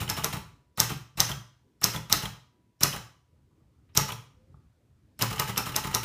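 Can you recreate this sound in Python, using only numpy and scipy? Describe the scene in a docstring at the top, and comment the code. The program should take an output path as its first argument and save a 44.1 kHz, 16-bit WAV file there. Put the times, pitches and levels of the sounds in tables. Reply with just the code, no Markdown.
"""In a bare room a small manual typewriter on a plywood board is typed with one finger.
Some keys tick as they go down; each type bar scrapes into its guide and cracks on the roller,
then bar, key and escapement fall back with softer knocks and pings. Sprays of tiny impacts drive
damped modes of levers, casing and board; the room adds echoes and a tail. A bell hum, a far tone,
low rumble and hiss lie underneath."""
import sys
import numpy as np
from scipy import signal
from scipy.io import wavfile
from scipy.ndimage import uniform_filter1d

SR = 44100
rng = np.random.default_rng(int(sys.argv[2]) if len(sys.argv) > 2 else 0)


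def undo_db(level):
    """Turn decibels back into plain size, where 20 dB means ten times bigger."""
    steps = np.asarray(level, float) / 20
    return 10 ** steps


def unload_audio(sound):
    """Save the sound as a 16-bit wav file, at the path given as the first command line argument."""
    columns = np.transpose(np.atleast_2d(sound))
    # keep every value between -1 and 1, then stretch to whole-number steps
    steps = np.round(np.clip(columns, -1, 1) * 32767)
    wavfile.write(sys.argv[1], SR, steps.astype(np.int16))


N = 266364


def evened(x):
    """Scales to rms 1."""
    return x / np.sqrt(np.mean(x ** 2) + 1e-20)


def peaked(x):
    """Scales to peak 1."""
    return x / abs(x).max()


def read(points, hz):
    """Interpolates a table of (frequency, value) over log frequency."""
    f, value = np.transpose(points)
    return np.interp(np.log(hz + 1), np.log(f + 1), value)


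def add(mix, s, sound):
    """Adds a sound into the mix at s seconds."""
    part = mix[max(round(s * SR), 0):][:len(sound)]
    part += sound[:len(part)]


def ring(modes, spread=0.):
    """Sum of dying sines, peak 1; spread varies their pitch and level at random."""
    hz, db, t60 = np.transpose(modes)[:, :, None]
    t = np.arange(round(t60.max() * SR)) / SR
    detune, relevel = spread * rng.standard_normal((2, len(modes), 1))
    decay = undo_db(db - 60 * t / t60 + 60 * relevel)
    return peaked((decay * np.sin(2 * np.pi * hz * (1 + detune) * t)).sum(0))


def snap(modes, rise_s):
    """Slightly detuned modes that swell over the contact time, peak 1."""
    loose = ring(modes, spread=.03)
    t = np.arange(len(loose)) / SR
    return peaked(loose * (1 - np.exp(-t / rise_s)) ** 2)


def rattle(rise_s, fall_s, per_s, size_db):
    """A spray of tiny impacts of unequal size that swells and dies, energy 1."""
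    t = np.arange(round(.25 * SR)) / SR
    chance, sign, size = rng.random((3, len(t)))
    hits = (chance < per_s / SR) * np.sign(sign - .5) * undo_db(-size_db * np.log(size + 0.0015))
    hits = hits * (1 - np.exp(-(t + 1e-4) / rise_s)) * np.exp(-t / max(fall_s, 1e-3))
    return hits / (np.linalg.norm(hits) + 1e-9)


def push(ms):
    """A blunt shove, as rubber feet or a fingertip pass it on, sum 1."""
    shape = signal.windows.hann(max(round(ms * SR / 1000), 4))
    return shape / shape.sum()


# type bar on roller: (time [s], crack [dB], casing drive [dB], board drive [dB], bar shiver [dB])
STRIKES = [(0.0994, -15.5, -19.5, -45, -18), (0.2446, -10.5, -26.5, -26, -34), (0.802, -1, -18, -21.5, -35),
           (1.2036, -1, -14, -23, -9.5), (1.842, -1, -15.5, -23, -40), (2.1267, -0.5, -15.5, -22, -19),
           (2.8344, -0.1, -15, -21, -42.5), (3.9745, -2, -13.5, -16.5, -10),
           (5.2232, -7.5, -13, -21, -43.5), (5.3982, -11.5, -20, -33, -38), (5.5779, -9.5, -12.5, -36, -17),
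           (5.7633, -9.5, -14, -54, -39), (5.9485, -9, -13.5, -31, -32)]
# modes of the crack: (frequency [Hz], relative level [dB], t60 [s])
CRACK_MODES = [(3840, -13, 0.0031), (5308, -8.5, 0.0035), (6128, -10, 0.0042), (7860, -0.5, 0.0014)]
# modes of its top: (frequency [Hz], relative level [dB], t60 [s])
CRACK_TOP_MODES = [(9300, -5, .003), (10900, -6, .003), (12500, 0, .004), (14200, -3, .003)]
# type bar modes, also rung by presses(): (frequency [Hz], relative level [dB], t60 [s])
BAR_MODES = [(4370, -2, 0.0072), (5300, -6.5, 0.0066), (5210, -8.5, 0.026), (5544, 0.5, 0.036),
             (5410, 1.5, 0.01), (7480, -3.5, 0.017)]


def strikes(steel, rung, casing, board):
    """Returns the cracks; each blow also drives bar, levers, casing and board."""
    scrape_db, carrier_db, clatter_db, early_casing_db = -8.5, 1.5, 6.5, -9
    cracks = np.zeros(N)
    for s, crack_db, casing_db, board_db, shiver_db in STRIKES:
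        top_db = -7 + 0.67 * crack_db  # the top grows more slowly than the middle
        add(cracks, s - .0006, undo_db(crack_db) * snap(CRACK_MODES, rise_s=.0006))
        contacts = rattle(.0002, .0012, 6000, 2)[:400]
        top = peaked(np.convolve(snap(CRACK_TOP_MODES, rise_s=.0004), contacts))
        add(cracks, s - .0006, undo_db(top_db) * top)
        this_bar = ring(BAR_MODES, spread=.03)  # each letter has its own bar
        scrape = rattle(.001, .005, 9000, 2)[round(.012 * SR)::-1]  # swells into the guide
        add(rung, s - .012, undo_db(crack_db + scrape_db) * np.convolve(scrape, this_bar))
        # the ribbon carrier jumps up and jolts the casing
        add(steel, s - .006, undo_db(top_db + carrier_db) * rattle(0.00062, 0.015, 7500, 6))
        add(casing, s - .006, undo_db(casing_db + early_casing_db) * rattle(0.00033, 0.0025, 3000, 3.5))
        shiver = signal.oaconvolve(rattle(0.00081, 0.0037, 4500, 1.4), this_bar)
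        add(rung, s, undo_db(shiver_db) * shiver)
        add(steel, s, undo_db(top_db + clatter_db) * rattle(0.00033, 0.031, 8000, 2.5))
        # the blow reaches the shell late
        add(casing, s + 0.0025, undo_db(casing_db) * rattle(0.026, 0.0064, 4000, 4))
        add(board, s, undo_db(board_db) * push(1.8))
    return cracks


# keys going down from rest: (time [s], tick [dB], lever rattle [dB], thump [dB])
PRESSES = [(0.7745, -17, -6.5, -39.5), (1.1727, -24, -7, -26.5), (1.8145, -22, -12, -37),
           (2.0976, -14.5, -8.5, -27), (2.8075, -14.5, -6, -38), (3.9497, -23, -8.5, -46),
           (5.191, -18.5, -10, -45)]
# floorboards under the plywood: (frequency [Hz], relative level [dB], t60 [s])
FLOOR_MODES = [(52.3, 0.5, 0.17), (68, -3, .12)]


def presses(steel, rung, casing, board):
    """A very faint swelling rustle, a bright tick, a quick-starting, slowly dying lever rattle, a thump."""
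    rustle_db, casing_under_db, board_under_db, thump_after_s = -41, -13, -24.5, 0.014
    for s, tick_db, push_db, thump_db in PRESSES:
        rustle = rattle(.001, .006, 6000, 2)[round(.016 * SR)::-1]  # reversed, so it swells
        rustle = np.convolve(rustle, ring(BAR_MODES, spread=.05))
        add(rung, s - .016, undo_db(push_db + rustle_db) * rustle)
        # the key bottoms
        add(rung, s + thump_after_s, undo_db(thump_db) * np.convolve(push(8.1), ring(FLOOR_MODES)))
        tick = np.diff(rattle(.0002, .0015, 15000, 2), prepend=0)
        add(steel, s, undo_db(tick_db) * tick)
        add(steel, s, undo_db(push_db) * rattle(0.002, 0.056, 8000, 2.5))
        add(casing, s + .003, undo_db(push_db + casing_under_db) * rattle(.006, .028, 3000, 5))
        add(board, s + 0.0032, undo_db(push_db + board_under_db) * push(2.4))


# key let go, bar drops on its rest: (time [s], steel [dB], casing [dB], board [dB])
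DROPS = [(0.001, -7.5, -20, -31.5), (0.165, -7.5, -19, -35), (0.325, -8, -20.5, -23),
         (0.8925, -9.5, -21, -28), (1.2876, -9, -20, -24), (1.935, -11, -19, -27.5), (2.222, -11, -23, -25),
         (2.9277, -12.5, -21, -31), (4.0798, -13, -20.5, -33), (5.3003, -10.5, -22, -23.5),
         (5.474, -10, -23, -30), (5.657, -9, -21, -28), (5.837, -9.5, -21, -24.5), (6.0295, -8.5, -18, -32)]
# escapement catches the carriage: (time [s], steel [dB], board [dB], pawl ping [dB])
CATCHES = [(0.0277, -17, -29, -35), (0.1829, -23, -24, -36), (0.3664, -17.5, -26, -47),
           (0.918, -17, -24, -35), (1.3151, -15.5, -25, -23.5), (1.9603, -13, -24.5, -26),
           (2.254, -14, -29.5, -25.5), (2.961, -14.5, -29, -44), (4.1197, -14, -30, -33.5),
           (5.328, -12.5, -26.5, -47), (5.4951, -11, -24.5, -44), (5.6918, -16, -28, -35),
           (5.8706, -12.5, -28.5, -45)]
# pawl click, then a lever clatter 12.7 ms later:
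# (click time [s], click [dB], ping [dB], clatter [dB], clatter casing [dB])
CLICK_CLATTERS = [(0.077, -20.5, -30, -6, -26), (0.2226, -29, -33, -8.5, -13.5),
                  (5.1974, -30.5, -41, -3.5, -29.5), (5.3797, -20, -30, -4, -14),
                  (5.5601, -18.5, -26, -5.5, -22), (5.7435, -19.5, -28, -6, -24),
                  (5.9296, -22.5, -32, -4.5, -42)]
# finger lands on a key still moving: (time [s], level [dB])
LANDINGS = [(0.2119, -30), (5.3586, -15.5), (5.72, -18), (5.9105, -16.5)]


def knocks(steel, casing, board):
    """Each knock rattles the levers, then the casing, then shoves the board."""
    drop_s, catch_s, click_s, clatter_s = (.006, .016), (.0003, .009), (.0004, .013), (.0018, .02)  # rise, fall
    catch_casing_db, click_casing_db, click_board_db, clatter_board_db = -13, -9.5, -18.5, -21  # under steel
    clatter_after_s = .0127
    rows = [(*row, *drop_s) for row in DROPS]
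    for s, db, board_db, _ in CATCHES:
        rows.append((s, db, db + catch_casing_db, board_db, *catch_s))
    for s, db in [row[:2] for row in CLICK_CLATTERS] + list(LANDINGS):
        rows.append((s, db, db + click_casing_db, db + click_board_db, *click_s))
    for s, _, _, db, casing_db in CLICK_CLATTERS:
        rows.append((s + clatter_after_s, db, casing_db, db + clatter_board_db, *clatter_s))
    for s, steel_db, casing_db, board_db, rise_s, fall_s in rows:
        add(steel, s, undo_db(steel_db) * rattle(rise_s, fall_s, 7000, 1.5))
        add(casing, s + rise_s, undo_db(casing_db) * rattle(.004, fall_s, 3000, 4))
        add(board, s + 2 * rise_s, undo_db(board_db) * push(3))


# further pawl pings: (time [s], level [dB])
FURTHER_PINGS = [(2.9276, -28.5), (4.1008, -30.5), (5.2097, -25.5), (5.4004, -24.5)]


def pings():
    """Pawl pings: one short mode each, set off by a brief spray of contacts."""
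    catch_ping, click_ping = (3240, 0.012), (2980, 0.009)  # Hz, t60 s
    drop_ping_db = -25.5  # under the steel of the drop
    rows = [(s, db, *catch_ping) for s, _, _, db in CATCHES]
    rows += [(s, db + drop_ping_db, *click_ping) for s, db, *_ in DROPS]
    rows += [(s, db, *click_ping) for s, _, db, *_ in CLICK_CLATTERS]
    rows += [(s, db, *click_ping) for s, db in FURTHER_PINGS]
    out = np.zeros(N)
    for s, db, hz, t60_s in rows:
        contacts = rattle(0.0012, 0.0037, 3000, 0.97)[:400]
        ping = np.convolve(contacts, ring([(hz, 0, t60_s)], spread=0.025))
        add(out, s, undo_db(db) * peaked(ping))
    return out


# a hand brushes the machine: (time [s], steel [dB], casing [dB], board [dB], rattle fall [s])
TOUCHES = [(1.153, -80, -50, -38, .01), (3.36, -70, -58, -66, .03), (3.51, -85, -56, -70, .006),
           (3.6, -70, -58, -66, .02), (3.78, -62, -58, -64, .03), (3.888, -39, -53, -62, .02),
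           (4.541, -60, -43, -56, .003)]


def touches(steel, casing, board):
    """A brushing hand: blunted rattles drive levers and casing, a soft shove the board."""
    for s, steel_db, casing_db, board_db, fall_s in TOUCHES:
        add(steel, s, undo_db(steel_db) * np.convolve(push(.3), rattle(.003, fall_s, 5000, 2)))
        add(casing, s, undo_db(casing_db) * np.convolve(push(.9), rattle(.001, fall_s, 3000, 2)))
        add(board, s, undo_db(board_db) * push(6.3))


# levers, so many and so damped that they blur: (frequency [Hz], relative level [dB], t60 [s])
STEEL_MODES = [(2100, -6, .004), (3000, -4, .004), (4000, -3, .003), (5500, -2, .002), (7000, -3, .002),
               (8600, -4, .0015), (10300, -4, .0015), (12300, -3, .0012), (14300, -3, .0015)]
# casing shell: (frequency [Hz], relative level [dB], t60 [s])
CASING_MODES = [(394, -20.5, 0.17), (457, -4, 0.085), (544, -7, 0.077), (774, -13, 0.12), (883, 1.5, 0.17),
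                (1012.6, 9, 0.026), (1160, 4.5, 0.062), (1223.4, 10.5, 0.021), (1296, 3, 0.024),
                (1299, -12.5, 0.054), (1890, -4.5, 0.037), (2330, 4, .015)]
# plywood board: (frequency [Hz], relative level [dB], t60 [s])
BOARD_MODES = [(60, -9, 0.096), (81, -13.5, 0.098), (102, -20.5, 0.059), (118.66, 3, 0.43),
               (138.9, 4, 0.26), (158.8, 2.5, 0.28), (188.5, -2, 0.16), (213, -7.5, 0.029),
               (280, -8.5, 0.11), (296, -18.5, 0.05)]


def body(steel, casing, board):
    """Levers, casing and board ring as fixed sets of modes under their drives."""
    parts = ((steel, STEEL_MODES), (casing, CASING_MODES), (board, BOARD_MODES))
    return sum(signal.oaconvolve(drive, ring(modes))[:N] for drive, modes in parts)


# off casing lid, board, floor and near wall: (delay [s], level [dB])
ECHOES = [(.0048, -14.5), (.0064, -19.5), (.0095, -27), (0.012, -30)]
# decay of the tail: (frequency [Hz], t60 [s])
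ROOM_T60 = [(100, .42), (300, .38), (1000, .43), (3000, .44), (6000, .41), (10000, .34), (15000, .3)]


def room(x, aimed):
    """A few echoes, then three sparse tails fed in turn, each band dying at its own speed."""
    aimed_db, tail_db, turn_rad_per_s = -5.5, -6.0, 17
    out = x + aimed
    for s, db in ECHOES:
        add(out, s, undo_db(db) * (x + aimed))
    taps = np.zeros((3, SR))
    slots = np.arange(400, SR - 12, 12)  # one tap at random in every 12 samples
    at = slots + rng.integers(0, 12, (3, len(slots)))
    np.put_along_axis(taps, at, rng.choice([-1., 1.], at.shape), 1)
    hz, t, z = signal.stft(taps, SR, nperseg=256)
    decay = undo_db(-60 * t / read(ROOM_T60, hz)[:, None])
    tails = signal.istft(z * decay, SR, nperseg=256)[1]
    sent = x + undo_db(aimed_db) * aimed  # cracks and pings beam up at the microphone
    turn = np.arange(N) / SR * turn_rad_per_s
    for k, tail in enumerate(tails):
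        feed = np.sqrt(2 / 3) * np.cos(turn + k * np.pi / 3) * sent
        out += undo_db(tail_db) * signal.oaconvolve(feed, tail / np.linalg.norm(tail))[:N]
    return out


# margin bell: (frequency [Hz], relative level [dB], t60 [s])
BELL_MODES = [(977, 0, 2.2)]
# the bell hums faintly after some jolts: (time [s], level [dB])
BELL_SHAKES = [(.33, -71), (1.2, -74), (2.13, -67), (2.83, -72)]
# a faint far tone: (time [s], frequency [Hz], level before wavering [dB])
FAR_TONE = [(4.3, 490, -90), (4.37, 500, -72), (4.5, 535, -71), (4.57, 545, -90)]


def faint_tones():
    """The bell's dying hum and one gliding, wavering far tone."""
    out = np.zeros(N)
    for s, db in BELL_SHAKES:
        add(out, s, undo_db(db) * ring(BELL_MODES))
    s, hz, db = np.transpose(FAR_TONE)
    t = np.arange(s[0], s[-1], 1 / SR)
    waver = 1 + 0.43 * evened(uniform_filter1d(rng.standard_normal(len(t)), size=600))
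    phase = 2 * np.pi * np.cumsum(np.interp(t, s, hz)) / SR
    add(out, s[0], undo_db(np.interp(t, s, db)) * waver * np.sin(phase))
    return out


# relative spectrum: (frequency [Hz], density [dB per Hz])
RUMBLE_SPECTRUM = [(15, -47.5), (25, -27), (48, -2.5), (123, 0.5), (153, -17.5), (242, -10.5), (270, -13),
                   (863, -31), (1130, -30.5), (1260, -31.5), (2110, -35), (8830, -44), (16000, -56)]
# opens swollen by typing just ended, then drifts: (time [s], level [dB])
RUMBLE_LEVEL = [(0, -38.5), (0.698, -64.5), (1.7, -62.5), (2.598, -65), (3.9, -62.5), (4.35, -62),
                (4.5, -60.5), (4.849, -63), (5.15, -62)]


def rumble():
    """Distant low noise, lumpy in time and pitch, over microphone hiss."""
    hiss_db, lump_db = -88, 3.5
    frames, hz = N // 256 + 5, np.fft.rfftfreq(1024, 1 / SR)
    real, imag, patches = rng.standard_normal((frames, 513, 3)).T
    patches = uniform_filter1d(patches, size=8, axis=0)
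    patches = evened(uniform_filter1d(patches, size=14, axis=1))
    lumps_db = lump_db * patches / (1 + (hz[:, None] / 1500) ** 2)  # smoother in the treble
    spectrum = (real + 1j * imag) * undo_db(read(RUMBLE_SPECTRUM, hz)[:, None] + lumps_db)
    noise = evened(signal.istft(spectrum, nperseg=1024, noverlap=768)[1][:N])
    level_db = np.interp(np.arange(N) / SR, *np.transpose(RUMBLE_LEVEL))
    return undo_db(level_db) * noise + undo_db(hiss_db) * rng.standard_normal(N)


def scene():
    """All impacts drive the same levers, casing and board; the room answers over the background."""
    steel, rung, casing, board = np.zeros((4, N))  # rung: parts that already ring
    aimed = strikes(steel, rung, casing, board) + pings()
    presses(steel, rung, casing, board)
    knocks(steel, casing, board)
    touches(steel, casing, board)
    machine = rung + body(steel, casing, board)
    return (room(machine, aimed) + faint_tones() + rumble())[None]


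def band_limit(x):
    """A steep low-pass at the top of the band."""
    return signal.sosfilt(signal.butter(12, 16520, fs=SR, output="sos"), x)


def record(dry):
    """A small microphone loses the deepest bass and rounds off the highest peaks; then a band limit."""
    ceiling, bass_hz, top_hz = 1.3, 49, 15400
    bassless = signal.sosfilt(signal.butter(4, bass_hz, "high", fs=SR, output="sos"), dry)
    rounded = ceiling * np.tanh(bassless / ceiling)
    edge = signal.firwin(255, top_hz, window=("kaiser", 7), fs=SR)
    mix = signal.oaconvolve(rounded, edge[None], "same")
    return band_limit(mix)


dry = scene()
out = record(dry)
unload_audio(out)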